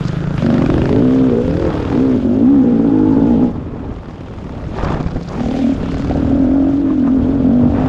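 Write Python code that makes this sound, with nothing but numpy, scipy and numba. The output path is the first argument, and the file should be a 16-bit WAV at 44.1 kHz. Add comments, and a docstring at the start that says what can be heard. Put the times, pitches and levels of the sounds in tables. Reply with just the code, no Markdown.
"""Two-stroke enduro on dirt

Heard at the rider's helmet: engine firings ring airbox and pipe in loud spells, with a quiet stretch midway.
A bike ahead thumps and cracks through its silencer early on; pops ring in the rider's own pipe.
Modal knocks sound the chassis; stones, swishes and a grainy tyre hiss are coloured noise.
Behind lie a one-band chain whirr and wind: lumpy rumble, rush and gusts.
"""
import sys
import numpy as np
from scipy import signal
from scipy.io import wavfile
from scipy.ndimage import uniform_filter1d
from numba import njit

SR = 44100
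rng = np.random.default_rng(int(sys.argv[2]) if len(sys.argv) > 2 else 0)


def persist_wave(psi):
    """Save psi, clipped to +-1, as 16-bit WAV."""
    counts = np.round(np.clip(psi, -1, 1) * 32767).astype(np.int16)
    wavfile.write(sys.argv[1], SR, np.atleast_2d(counts).T)


N = 347508

# engine speed: t/s, firing rate/Hz
SPEED = [(0, 38), (.35, 36.5), (.42, 46), (.53, 50), (.6, 43), (.68, 37.5), (.78, 40.5), (.92, 47.3),
         (.97, 55.5), (1.04, 63.7), (1.2, 66), (1.27, 63.8), (1.35, 56.5), (1.41, 61.8), (1.46, 42),
         (1.68, 41.5), (1.78, 35.5), (1.88, 40), (1.95, 58), (2.02, 67.5), (2.07, 66.2), (2.14, 62),
         (2.19, 46), (2.24, 43.3), (2.3, 49.3), (2.37, 51.7), (2.44, 61), (2.5, 69.6), (2.55, 71.4),
         (2.65, 57), (2.72, 59.5), (2.78, 55), (2.86, 58.4), (2.92, 52.5), (3.07, 51.1), (3.15, 56),
         (3.22, 54), (3.3, 62.5), (3.38, 53), (3.44, 64), (3.5, 52), (3.56, 46), (4.9, 32.5), (5.27, 32),
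         (5.35, 40), (5.5, 37.4), (5.64, 40), (5.87, 33), (5.95, 38), (6.09, 41), (6.28, 38.4),
         (6.34, 39.7), (6.4, 45), (6.47, 42), (6.55, 46.5), (6.63, 43.8), (6.72, 47), (6.91, 45),
         (7.06, 38.6), (7.13, 45.5), (7.22, 39), (7.33, 47.8), (7.42, 41.7), (7.54, 49.5), (7.72, 47),
         (7.82, 52)]
# misfiring by load: boom level/dB, roughness/0-1
ROUGH_BY_LOAD = [(-30, .85), (-20, .48), (-14, .24), (-11.5, .12)]
# ragged stretches: start t/s, end t/s, least roughness/0-1
STUMBLES = [(.42, .66, .5), (2.62, 2.88, .55), (2.88, 3.13, .25), (3.13, 3.46, .5), (6.05, 6.25, .6),
            (5.36, 5.56, .55), (7.2, 7.45, .35)]
# modes, in ratio; the first slides to the pitch and width in SPELLS: f/Hz, width/Hz, level/dB
AIRBOX = [(270, 57, 17.5), (295, 296, -12)]
# modes, in ratio; the first slides to the pitch in SPELLS: f/Hz, width/Hz, level/dB
BARK = [(398.7, 41, -0.48), (482, 46, -1)]
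# modes, in ratio; the first slides along RASP_HZ: f/Hz, width/Hz, level/dB
RASP = [(581, 70, -1.5), (676, 170, -10)]
# rasp centre, shifting with gas heat: t/s, f/Hz
RASP_HZ = [(0, 540), (3.4, 548), (5.45, 557), (5.7, 585), (6.3, 546), (6.65, 596), (7.2, 556), (7.8, 622)]
# pipe song mode, slides along PIPE_HZ: f/Hz, width/Hz, level/dB
PIPE = [(847, 60, 0)]
# pipe song centre: t/s, f/Hz
PIPE_HZ = [(2.85, 816), (3.17, 877), (3.42, 830), (5.4, 781), (7.8, 787)]
# putter mode: f/Hz, width/Hz, level/dB
PUTTER = [(167.6, 50, 0)]
# drone harmonics: multiple of firing rate, relative level/dB
ORDERS_DB = [(1, -14.5), (2, 8.5), (3, -12.5)]
# spectrum of clatter and knock rattle: f/Hz, relative density/dB per Hz
CLATTER_COLOUR = [(300, 19), (750, 10), (1350, 3.5), (2100, -2.5), (3200, -9.5), (5000, -11.5),
                  (7500, -27.5), (12000, -48)]
WAVER_TURNS, WAVER_RATE_HZ = .075, 9  # at roughness 1
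AIRBOX_WANDER_RATIO, AIRBOX_WANDER_RATE_HZ = .02, 8  # small random wander of the boom's pitch


def engine():
    """Each firing rings airbox and pipe; ragged running scatters firings and adds turbulent gas."""
    speed_hz, = in_time(SPEED)
    airbox_hz, airbox_width_hz, bark_hz, *gains = voicing()
    boom_gain, bark_gain, rasp_gain, song_gain, clatter_gain, putter_gain, drone_gain = gains

    rough = np.interp(20 * np.log10(boom_gain), *np.transpose(ROUGH_BY_LOAD))
    t = np.arange(N) / SR
    for start, end, least in STUMBLES:
        rough = np.maximum(rough, least * (t > start) * (t < end))

    # crank runs ahead and lags when ragged
    turns = np.cumsum(speed_hz) / SR + WAVER_TURNS * rough * drift(WAVER_RATE_HZ)
    clicks = firings(turns, rough, spread_db=5.0, jitter_s=.0006)
    puffs = fade(clicks, t60_s=.016) * rng.standard_normal(N)
    low_drive = clicks + .06 * rough ** 2 * puffs
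    high_drive = clicks + .11 * rough * puffs

    wander = 1 + AIRBOX_WANDER_RATIO * drift(AIRBOX_WANDER_RATE_HZ)
    airbox_tuning = wander * airbox_hz / AIRBOX[0][0]
    airbox_damping = airbox_width_hz / AIRBOX[0][1]
    rasp_tuning = in_time(RASP_HZ)[0] / RASP[0][0]
    song_tuning = in_time(PIPE_HZ)[0] / PIPE[0][0]

    boom = boom_gain * even(resonate(low_drive, AIRBOX, airbox_tuning, airbox_damping))
    putter = putter_gain * even(resonate(low_drive, PUTTER))
    bark = bark_gain * even(resonate(high_drive, BARK, bark_hz / BARK[0][0]))
    rasp = rasp_gain * even(resonate(high_drive, RASP, rasp_tuning))
    song = song_gain * even(resonate(clicks + .3 * puffs, PIPE, song_tuning))
    # low orders are nearly pure tones
    drone = drone_gain * sum(from_db(db) * np.sin(2 * np.pi * k * turns) for k, db in ORDERS_DB)
    ticks = even(fade(clicks, t60_s=.016))
    clatter = clatter_gain * ticks * coloured_noise(CLATTER_COLOUR, patchy_db=1.0, patchy_rate_hz=25)
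    return boom + putter + bark + rasp + song + drone + clatter, clicks


# engine spells: throttle pulls, plus two quiet shut-throttle putters at 3.471 and 4.9 s;
# start t/s, end t/s, airbox f/Hz, airbox width/Hz, bark f/Hz,
# then level/dB of boom, bark, rasp, pipe song, clatter, putter, drone
SPELLS = [(0.395, .64, 242, 60, 291.5, -12.5, -22, -25, -55, -57, -36, -35),
          (0.637, 0.87, 270, 72.4, 302, -19, -20.5, -27, -65, -58, -34, -44),
          (0.873, 1.014, 254, 65.8, 348.6, -12, -16.5, -25, -65, -45, -19.5, -23),
          (0.97, 1.277, 252, 56.8, 382, -10.5, -21, -28, -65, -50, -22.5, -27.5),
          (1.254, 1.398, 241, 62.2, 387, -15, -15, -29.5, -58, -48, -40, -30),
          (1.398, 1.56, 249, 69.1, 422, -18, -21.5, -31, -58, -36, -20, -30),
          (1.539, 1.686, 349, 82.3, 447, -18, -19.5, -35, -61, -36, -36, -29),
          (1.68, 1.905, 287, 75, 394, -22.5, -26.5, -43, -53, -37, -35, -39),
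          (1.897, 2.172, 256, 61.6, 373, -12, -21, -30.5, -53, -36.5, -30, -30),
          (2.195, 2.42, 240, 43.5, 285, -13, -20, -28, -48, -62, -38, -31),
          (2.373, 2.613, 268.3, 50.6, 408, -7.5, -29, -35.5, -59, -70, -31.5, -31.5),
          (2.594, 2.883, 245, 61.6, 389.4, -10.5, -21, -32, -36, -53, -19.5, -39.5),
          (2.869, 3.142, 283.4, 69.4, 382, -10, -24, -36, -30.5, -55, -23.5, -29.5),
          (3.117, 3.456, 253.7, 73.4, 383, -10, -22.5, -29, -32, -52, -19.5, -33),
          (3.471, 3.9, 251.6, 59.7, 384, -31.5, -45, -61, -63.5, -53, -37.5, -48),
          (4.9, 5.343, 235, 59, 393, -39, -40.5, -45, -49, -41, -27, -46),
          (5.355, 5.596, 243, 48, 395, -18, -31, -33, -35.5, -31.5, -25, -49),
          (5.572, 5.711, 259, 40, 420, -12, -39, -28.5, -52, -39, -36, -58),
          (5.799, 6.098, 269.6, 49.3, 392, -22, -41, -40.5, -54, -29.5, -25.5, -39),
          (6.07, 6.312, 264, 49.2, 423, -17.5, -35, -30, -43, -37, -28.5, -32),
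          (6.257, 6.699, 270.5, 34.5, 430, -11.5, -33, -27, -62, -42.5, -36, -37),
          (6.694, 6.962, 291, 39.8, 373, -13, -37.5, -35.5, -61, -64, -33, -52),
          (6.943, 7.186, 255.4, 38, 377, -11.5, -35, -34, -55, -63, -31, -43),
          (7.175, 7.48, 268, 50, 367, -14, -27, -31.5, -61.5, -53, -26, -31.5),
          (7.402, 7.665, 247.6, 38.7, 420, -10, -28.5, -28, -52.5, -50, -21, -36),
          (7.67, 7.883, 257.6, 47, 414, -15, -28, -28.5, -33.5, -41, -23.5, -34)]
# between spells: level/dB of boom, bark, rasp, pipe song, clatter, putter, drone
BETWEEN_SPELLS = (-54, -63, -48, -58.5, -40.5, -38, -45)
SPELL_RISE_S, SPELL_FALL_S = 0.053, 0.04


def voicing():
    """Airbox pitch and width, bark pitch, then voice gains: spells over a resting level."""
    starts, ends, airbox_hz, airbox_width_hz, bark_hz, *levels_db = np.transpose(SPELLS)
    resting = 1 - swells(starts, ends, np.zeros(len(starts)), SPELL_RISE_S, SPELL_FALL_S)
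    gains = []
    for spell_db, resting_db in zip(levels_db, BETWEEN_SPELLS):
        spell = swells(starts, ends, spell_db, SPELL_RISE_S, SPELL_FALL_S)
        gains.append(spell + resting * from_db(resting_db))
    middles = (starts + ends) / 2
    return in_time(np.column_stack([middles, airbox_hz, airbox_width_hz, bark_hz])) + gains


# pipe pops: t/s, level/dB (the sum is scaled to peak at the strongest)
POPS = [(5.551, -15), (6.110, -9.5), (6.156, -12.5), (6.314, -14.5)]
# pop modes: f/Hz, width/Hz, relative level/dB
POP_RING = [(564, 240, 0), (750, 110, 0)]


def pops():
    """Single impulses ring two pipe resonances."""
    s, db = np.transpose(POPS)
    clicks = np.zeros(N)
    clicks[(s * SR).astype(int)] = from_db(db)
    ring = resonate(clicks, POP_RING)
    return ring * clicks.max() / np.abs(ring).max()


# bike ahead speed: t/s, firing rate/Hz
LEAD_SPEED = [(0, 22), (.15, 26.8), (.31, 30.6), (.39, 23), (.48, 25.6), (.7, 24.9), (.88, 27.1),
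              (1.15, 39), (1.45, 31), (1.75, 41), (2.3, 38)]
# its pulls; thump weaker after 0.95 s, cracks strongest from 0.35 to 0.94 s:
# open t/s, close t/s, thump level/dB, crack level/dB
LEAD_PULLS = [ (-.1, 0.41, -19, -35), (0.346, .68, -17.5, -27), (.66, 0.94, -17.5, -26.5),
              (.95, 1.315, -23.5, -35), (1.43, 1.987, -27, -32)]
# its silencer modes: f/Hz, width/Hz, relative level/dB
SILENCER = [(147.4, 89, 4.5), (320, 180, -14)]
# its crack spectrum: f/Hz, relative density/dB per Hz
LEAD_COLOUR = [(400, 25.5), (1300, 15), (2000, 10), (2600, -4), (3300, 8), (5000, -9.5), (7500, -32.5),
               (12000, -12.5)]
LEAD_OPEN_S, LEAD_CLOSE_S = 0.036, 0.088
LEAD_ECHO_S, LEAD_ECHO_DB = 0.00652, -7  # one return along the pipe


def bike_ahead():
    """Each firing thumps through the silencer, with a sharp crack of gas."""
    speed_hz, = in_time(LEAD_SPEED)
    opens, closes, *levels_db = np.transpose(LEAD_PULLS)
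    thump_gain, crack_gain = (swells(opens, closes, db, LEAD_OPEN_S, LEAD_CLOSE_S) for db in levels_db)
    turns = .85 + np.cumsum(speed_hz) / SR
    clicks = firings(turns, np.ones(N), spread_db=.6, jitter_s=.0002)
    samples = np.arange(N)
    echo = from_db(LEAD_ECHO_DB) * np.interp(samples - LEAD_ECHO_S * SR, samples, clicks)
    thump = even(resonate(clicks + echo, SILENCER))
    burst = even(fade(clicks, t60_s=.013) + .025 * fade(clicks, t60_s=.09))
    gas = coloured_noise(LEAD_COLOUR, patchy_db=.5, patchy_rate_hz=25)
    return thump_gain * thump + crack_gain * burst * gas


# bumps: t/s, thud drive level/dB, rattle drive re thud/dB
KNOCKS = [(3.92, -27, -24), (4.087, -29, -3), (4.835, -14, -14), (4.86, -20, -6), (4.944, -23, -8),
          (5.007, -15.5, -12), (5.062, -16, -8), (5.159, -20, -7), (5.167, -21.5, -3)]
# chassis and fender modes: f/Hz, relative level/dB (scattered per blow), t60/s
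CHASSIS = [(86, 3.5, 0.048), (161, -3, 0.12), (274, 13.5, 0.015), (530, -4, 0.025), (715, -9.5, 0.092),
           (1350, -13, .02)]
CONTACT_HZ = 800  # rubber and plastic soften blows


def knocks():
    """Bumps ring damped chassis modes and shake loose parts into a short rattle."""
    s, db, rattle_db = np.transpose(KNOCKS)
    at = (s * SR).astype(int)
    hits, shakes, ringing = np.zeros(N), np.zeros(N), 0
    shakes[at] = from_db(db + rattle_db)
    for hz, mode_db, t60_s in CHASSIS:
        hits[at] = from_db(db + mode_db + rng.normal(0, 2.5, len(at)))
        r, w = from_db(-60 / (t60_s * SR)), 2 * np.pi * hz / SR
        ringing = ringing + signal.lfilter([0, np.sin(w)], [1, -2 * r * np.cos(w), r * r], hits + 1e-18)
    thud = signal.sosfilt(signal.butter(2, CONTACT_HZ, fs=SR, output="sos"), ringing)
    loose = coloured_noise(CLATTER_COLOUR, patchy_db=3, patchy_rate_hz=60)
    return thud + fade(shakes, t60_s=.05) * loose


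# loose stones: start t/s, end t/s, level/dB
GRAVEL = [(3.5, 3.954, -46), (3.987, 4.71, -46), (4.715, 4.8, -30), (4.767, 4.986, -28.5),
          (5.023, 5.07, -32), (5.287, 5.39, -38), (7.712, 7.878, -33.5)]
# stone spectrum: f/Hz, relative density/dB per Hz
GRAVEL_COLOUR = [(500, 11.5), (1100, 10), (2000, 0.5), (2800, -6.5), (6000, -23.5)]
STONES_PER_S = 300


def gravel():
    """Stones of very unequal size crackle against the fenders: random strikes gate noise."""
    sizes = from_db(5 * np.minimum(rng.exponential(1, N), 2.5))
    stones = (rng.random(N) < STONES_PER_S / SR) * sizes
    strikes = even(fade(stones, t60_s=.018))
    noise = coloured_noise(GRAVEL_COLOUR, patchy_db=2.0, patchy_rate_hz=50)
    return swells(*np.transpose(GRAVEL), rise_s=0.06, fall_s=0.06) * strikes * noise


# sand and grass swishes: start t/s, end t/s, level/dB (before flicker)
SPRAYS = [(0.024, 0.055, -48.5), (4.734, 5.362, -51.5), (5.894, 6.09, -51.5)]
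# swish spectrum: f/Hz, relative density/dB per Hz
SPRAY_COLOUR = [(2500, -7.5), (5200, 15.5), (7000, -7.5), (9000, -28)]


def spray():
    """Sand and grass sweep along the bike in bright, flickering noise."""
    gain = swells(*np.transpose(SPRAYS), rise_s=0.014, fall_s=0.084)
    flicker = from_db(5.0 * drift(90))
    return gain * flicker * coloured_noise(SPRAY_COLOUR, patchy_db=4.0, patchy_rate_hz=45)


# tyre hiss: t/s, level/dB (before GRIT_GAIN_DB)
GROUND = [(0.0, -47), (0.32, -53), (0.39, -45.5), (1.37, -50), (1.97, -49), (2.54, -55), (3.45, -53),
          (3.58, -63), (4.5, -56.5), (4.93, -52), (5.04, -61), (5.58, -43.5), (5.78, -50), (5.95, -49.5),
          (6.52, -55), (7.8, -55.5)]
# hiss spectrum: f/Hz, relative density/dB per Hz
GRIT_COLOUR = [(800, -9), (2000, 6.5), (3100, 6), (4200, -2), (5400, -3), (7200, -5), (8800, -22),
               (10500, -5.5), (13000, -3)]
GRIT_GAIN_DB = 7


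def ground():
    """Dirt and grass hiss, with single grains ticking on the plastics as short swells."""
    hiss_db, = in_time(GROUND)
    grains = (rng.random(N) < 90 / SR) * rng.uniform(.3, 1.5, N)  # 90 per s
    texture = rms_one(1 + 0.29 * fade(grains, t60_s=0.026))
    noise = coloured_noise(GRIT_COLOUR, patchy_db=2.0, patchy_rate_hz=33)
    return from_db(hiss_db + GRIT_GAIN_DB) * texture * noise


# chain mode: f/Hz, width/Hz, level/dB (then normalised)
CHAIN = [(1403, 470, 0)]
# chain whirr: t/s, level/dB
CHAIN_LEVEL = [(.3, -37.5), (2.5, -47.5), (3.2, -40.5), (3.7, -70.5), (5.2, -48.5), (6.2, -41), (6.9, -48),
               (7.4, -45.5)]


def chain():
    """The drive chain whirrs: noise through one broad resonance."""
    level_db, = in_time(CHAIN_LEVEL)
    return from_db(level_db) * rms_one(resonate(rng.standard_normal(N), CHAIN))


# helmet rumble: t/s, level/dB (before RUMBLE_GAIN_DB)
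RUMBLE = [(0.0, -31), (0.39, -29), (0.52, -38), (0.76, -21), (1.14, -36.5), (1.46, -29), (1.88, -26.5),
          (1.9, -28.5), (3.0, -40), (3.1, -29.5), (3.54, -32), (3.56, -25.5), (3.65, -31.5), (3.82, -31.5),
          (3.91, -28.5), (4.04, -38), (4.92, -26), (5.12, -33), (5.16, -24.5), (5.2, -38), (5.46, -28),
          (5.49, -30), (5.68, -34), (5.82, -23), (5.86, -28), (6.23, -23.5), (6.3, -25), (7.11, -34),
          (7.19, -24), (7.61, -30.5), (7.63, -20.5), (7.85, -26.5)]
# rumble spectrum: f/Hz, relative density/dB per Hz
RUMBLE_COLOUR = [(20, -23), (35, -4.5), (55, -3.5), (90, -3.5), (170, -7.5), (280, -11.5), (450, -18),
                 (800, -27), (1600, -45.5)]
# helmet gusts: start t/s, end t/s, level/dB
GUSTS = [(0.487, 0.625, -24.5), (1.6, 1.96, -25.5), (4.765, 4.97, -21.5), (5.263, 5.375, -25),
         (6.835, 6.91, -27), (7, 7.085, -26.5), (7.7, 7.883, -25)]
# rush and gust spectrum: f/Hz, relative density/dB per Hz
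BUFFET_COLOUR = [(40, -5), (150, 15.5), (350, 10), (700, 7), (1000, 7), (1400, -2.5), (2000, -12.5),
                 (2800, -16), (4000, -39.5), (8000, -60.5)]
RUMBLE_GAIN_DB = 6
RUSH_DB, RUSH_DB_PER_OCTAVE = -36, 11  # level at REFERENCE_SPEED_HZ, growth with firing rate
GUST_RISE_S, GUST_FALL_S = 0.067, 0.028


def wind(clicks):
    """Turbulent air: lumpy rumble, gusts, and a rush that grows with engine speed and throbs with firings."""
    rumble_db, = in_time(RUMBLE)
    steady = with_speed(RUSH_DB, RUSH_DB_PER_OCTAVE)
    gusts = swells(*np.transpose(GUSTS), GUST_RISE_S, GUST_FALL_S)
    rush_gain = np.hypot(steady, gusts)
    lumps = even(coloured_noise(RUMBLE_COLOUR, patchy_db=3.0, patchy_rate_hz=49))
    rumble = from_db(rumble_db + RUMBLE_GAIN_DB) * lumps
    flutter = even(from_db(2.4 * drift(76)) * (1 + .5 * fade(clicks, t60_s=0.0033)))
    return rumble + rush_gain * flutter * coloured_noise(BUFFET_COLOUR, patchy_db=1.5, patchy_rate_hz=20)


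REFERENCE_SPEED_HZ = 50  # firing rate


def with_speed(db, db_per_octave):
    """Gain that grows with engine speed."""
    speed_hz, = in_time(SPEED)
    return from_db(db + db_per_octave * np.log2(speed_hz / REFERENCE_SPEED_HZ))


def firings(turns, rough, spread_db, jitter_s):
    """One click per whole turn; roughness scatters strength and timing."""
    chance = rng.standard_normal((600, 2))
    at = np.flatnonzero(np.diff(np.floor(turns)) > 0)
    strength, lateness = chance[:len(at)].T * rough[at]
    late_at = at + (lateness * jitter_s * SR).astype(int)
    clicks = np.zeros(N)
    clicks[np.clip(late_at, 0, N - 1)] = from_db(spread_db * np.tanh(strength))
    return clicks


def resonate(x, modes, tuning=1, damping=1):
    """Parallel double-pole resonances; tuning scales centres, damping scales widths."""
    out, seconds = 0, np.cumsum(tuning * np.ones(N)) / SR
    for k, (hz, width_hz, db) in enumerate(modes):
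        keep = np.exp(-np.pi * width_hz * damping * np.ones(N) / SR)
        turn = np.exp(2j * np.pi * hz * seconds)
        # shift to 0 Hz, low-pass, shift back
        ring = (build_up(x * turn.conj() + 1e-18, keep) * turn).real
        out = out + (-1) ** k * from_db(db) * ring
    return out


@njit
def build_up(x, keep):
    """Two cascaded one-pole low-passes with per-sample memory."""
    out, first, second = np.zeros_like(x), 0j, 0j
    for i in range(len(x)):
        first = x[i] + keep[i] * (first - x[i])
        second = first + keep[i] * (second - first)
        out[i] = second
    return out


def fade(clicks, t60_s):
    """Each click starts an envelope with a 0.5 ms rise constant and exponential decay."""
    rise = np.exp(-1 / (.0005 * SR))
    decay = from_db(-60 / (t60_s * SR))
    return signal.lfilter([1 - rise], np.convolve([1, -rise], [1, -decay]), clicks + 1e-18)


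def coloured_noise(colour, patchy_db, patchy_rate_hz):
    """Half-octave noise bands, each flickering on its own; rms 1."""
    hz, db = np.transpose(colour)
    edges = 20 * 2 ** np.arange(0, 9.6, .5)
    white, out = rng.standard_normal((2, N)), 0
    for k, (low, high) in enumerate(zip(edges, edges[1:])):
        flicker_db = patchy_db * drift(patchy_rate_hz)
        if high > hz[0] and low < hz[-1]:
            bandpass = signal.butter(2, [low, high], "band", fs=SR, output="sos")
            band = signal.sosfilt(bandpass, white[k % 2])  # neighbours use separate noise
            band_db = np.interp(np.log(low * high) / 2, np.log(hz), db)
            out = out + band * from_db(band_db + flicker_db)
    return rms_one(out)


def swells(starts, ends, levels_db, rise_s, fall_s):
    """Gain of bursts: linear rise, hold, exponential fall; the strongest prevails."""
    t, gain = np.arange(0, N, 40) / SR, 0
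    for start, end, db in zip(starts, ends, levels_db):
        rise = np.clip((t - start) / rise_s, 0, 1)
        fall = np.exp(-np.maximum(t - end, 0) / fall_s)
        gain = np.maximum(gain, from_db(db) * rise * fall)
    return np.interp(np.arange(N) / SR, t, gain)


def drift(rate_hz):
    """Slow random wander of unit rms, computed every 40 samples."""
    r = np.exp(-80 * np.pi * rate_hz / SR)
    noise = rng.standard_normal(N // 40 + 2002)
    slow = signal.lfilter([1], [1, -2 * r, r * r], noise)[2000:]  # drop the settling
    return np.interp(np.arange(N) / 40, np.arange(len(slow)), rms_one(slow))


def even(x):
    """Level to about unit power over a few firings, keeping each one's shape."""
    power = uniform_filter1d(uniform_filter1d(x ** 2, size=2400), size=1900)
    return x / np.sqrt(np.abs(power) + 1e-4 * np.mean(power))


def in_time(rows):
    """Each column of a curve at every sample."""
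    s, *columns = np.transpose(rows)
    return [np.interp(np.arange(N) / SR, s, c) for c in columns]


def rms_one(x):
    """Scale to unit rms."""
    return x / np.sqrt(np.mean(x ** 2) + 1e-20)


def from_db(db):
    """Decibels to gain."""
    return 10 ** (np.asarray(db) / 20)


def scene():
    """Sum of all sources at the helmet, one channel."""
    motor, clicks = engine()
    bikes = motor + pops() + bike_ahead()
    track = ground() + gravel() + spray() + knocks()
    return (bikes + track + chain() + wind(clicks))[None]


MIC_TOP_HZ, CUTOFF_HZ = 7570, 15100


def record(dry):
    """Soft-limit peaks, as a covered microphone dull the top, then cut steeply."""
    ceiling = 0.79
    rounded = dry / (1 + (dry / ceiling) ** 4) ** (1 / 4)
    muffled = signal.sosfilt(signal.butter(4, MIC_TOP_HZ, fs=SR, output="sos"), rounded)
    return signal.sosfilt(signal.cheby2(12, 70, CUTOFF_HZ, fs=SR, output="sos"), muffled)


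dry = scene()
out = record(dry)
persist_wave(out)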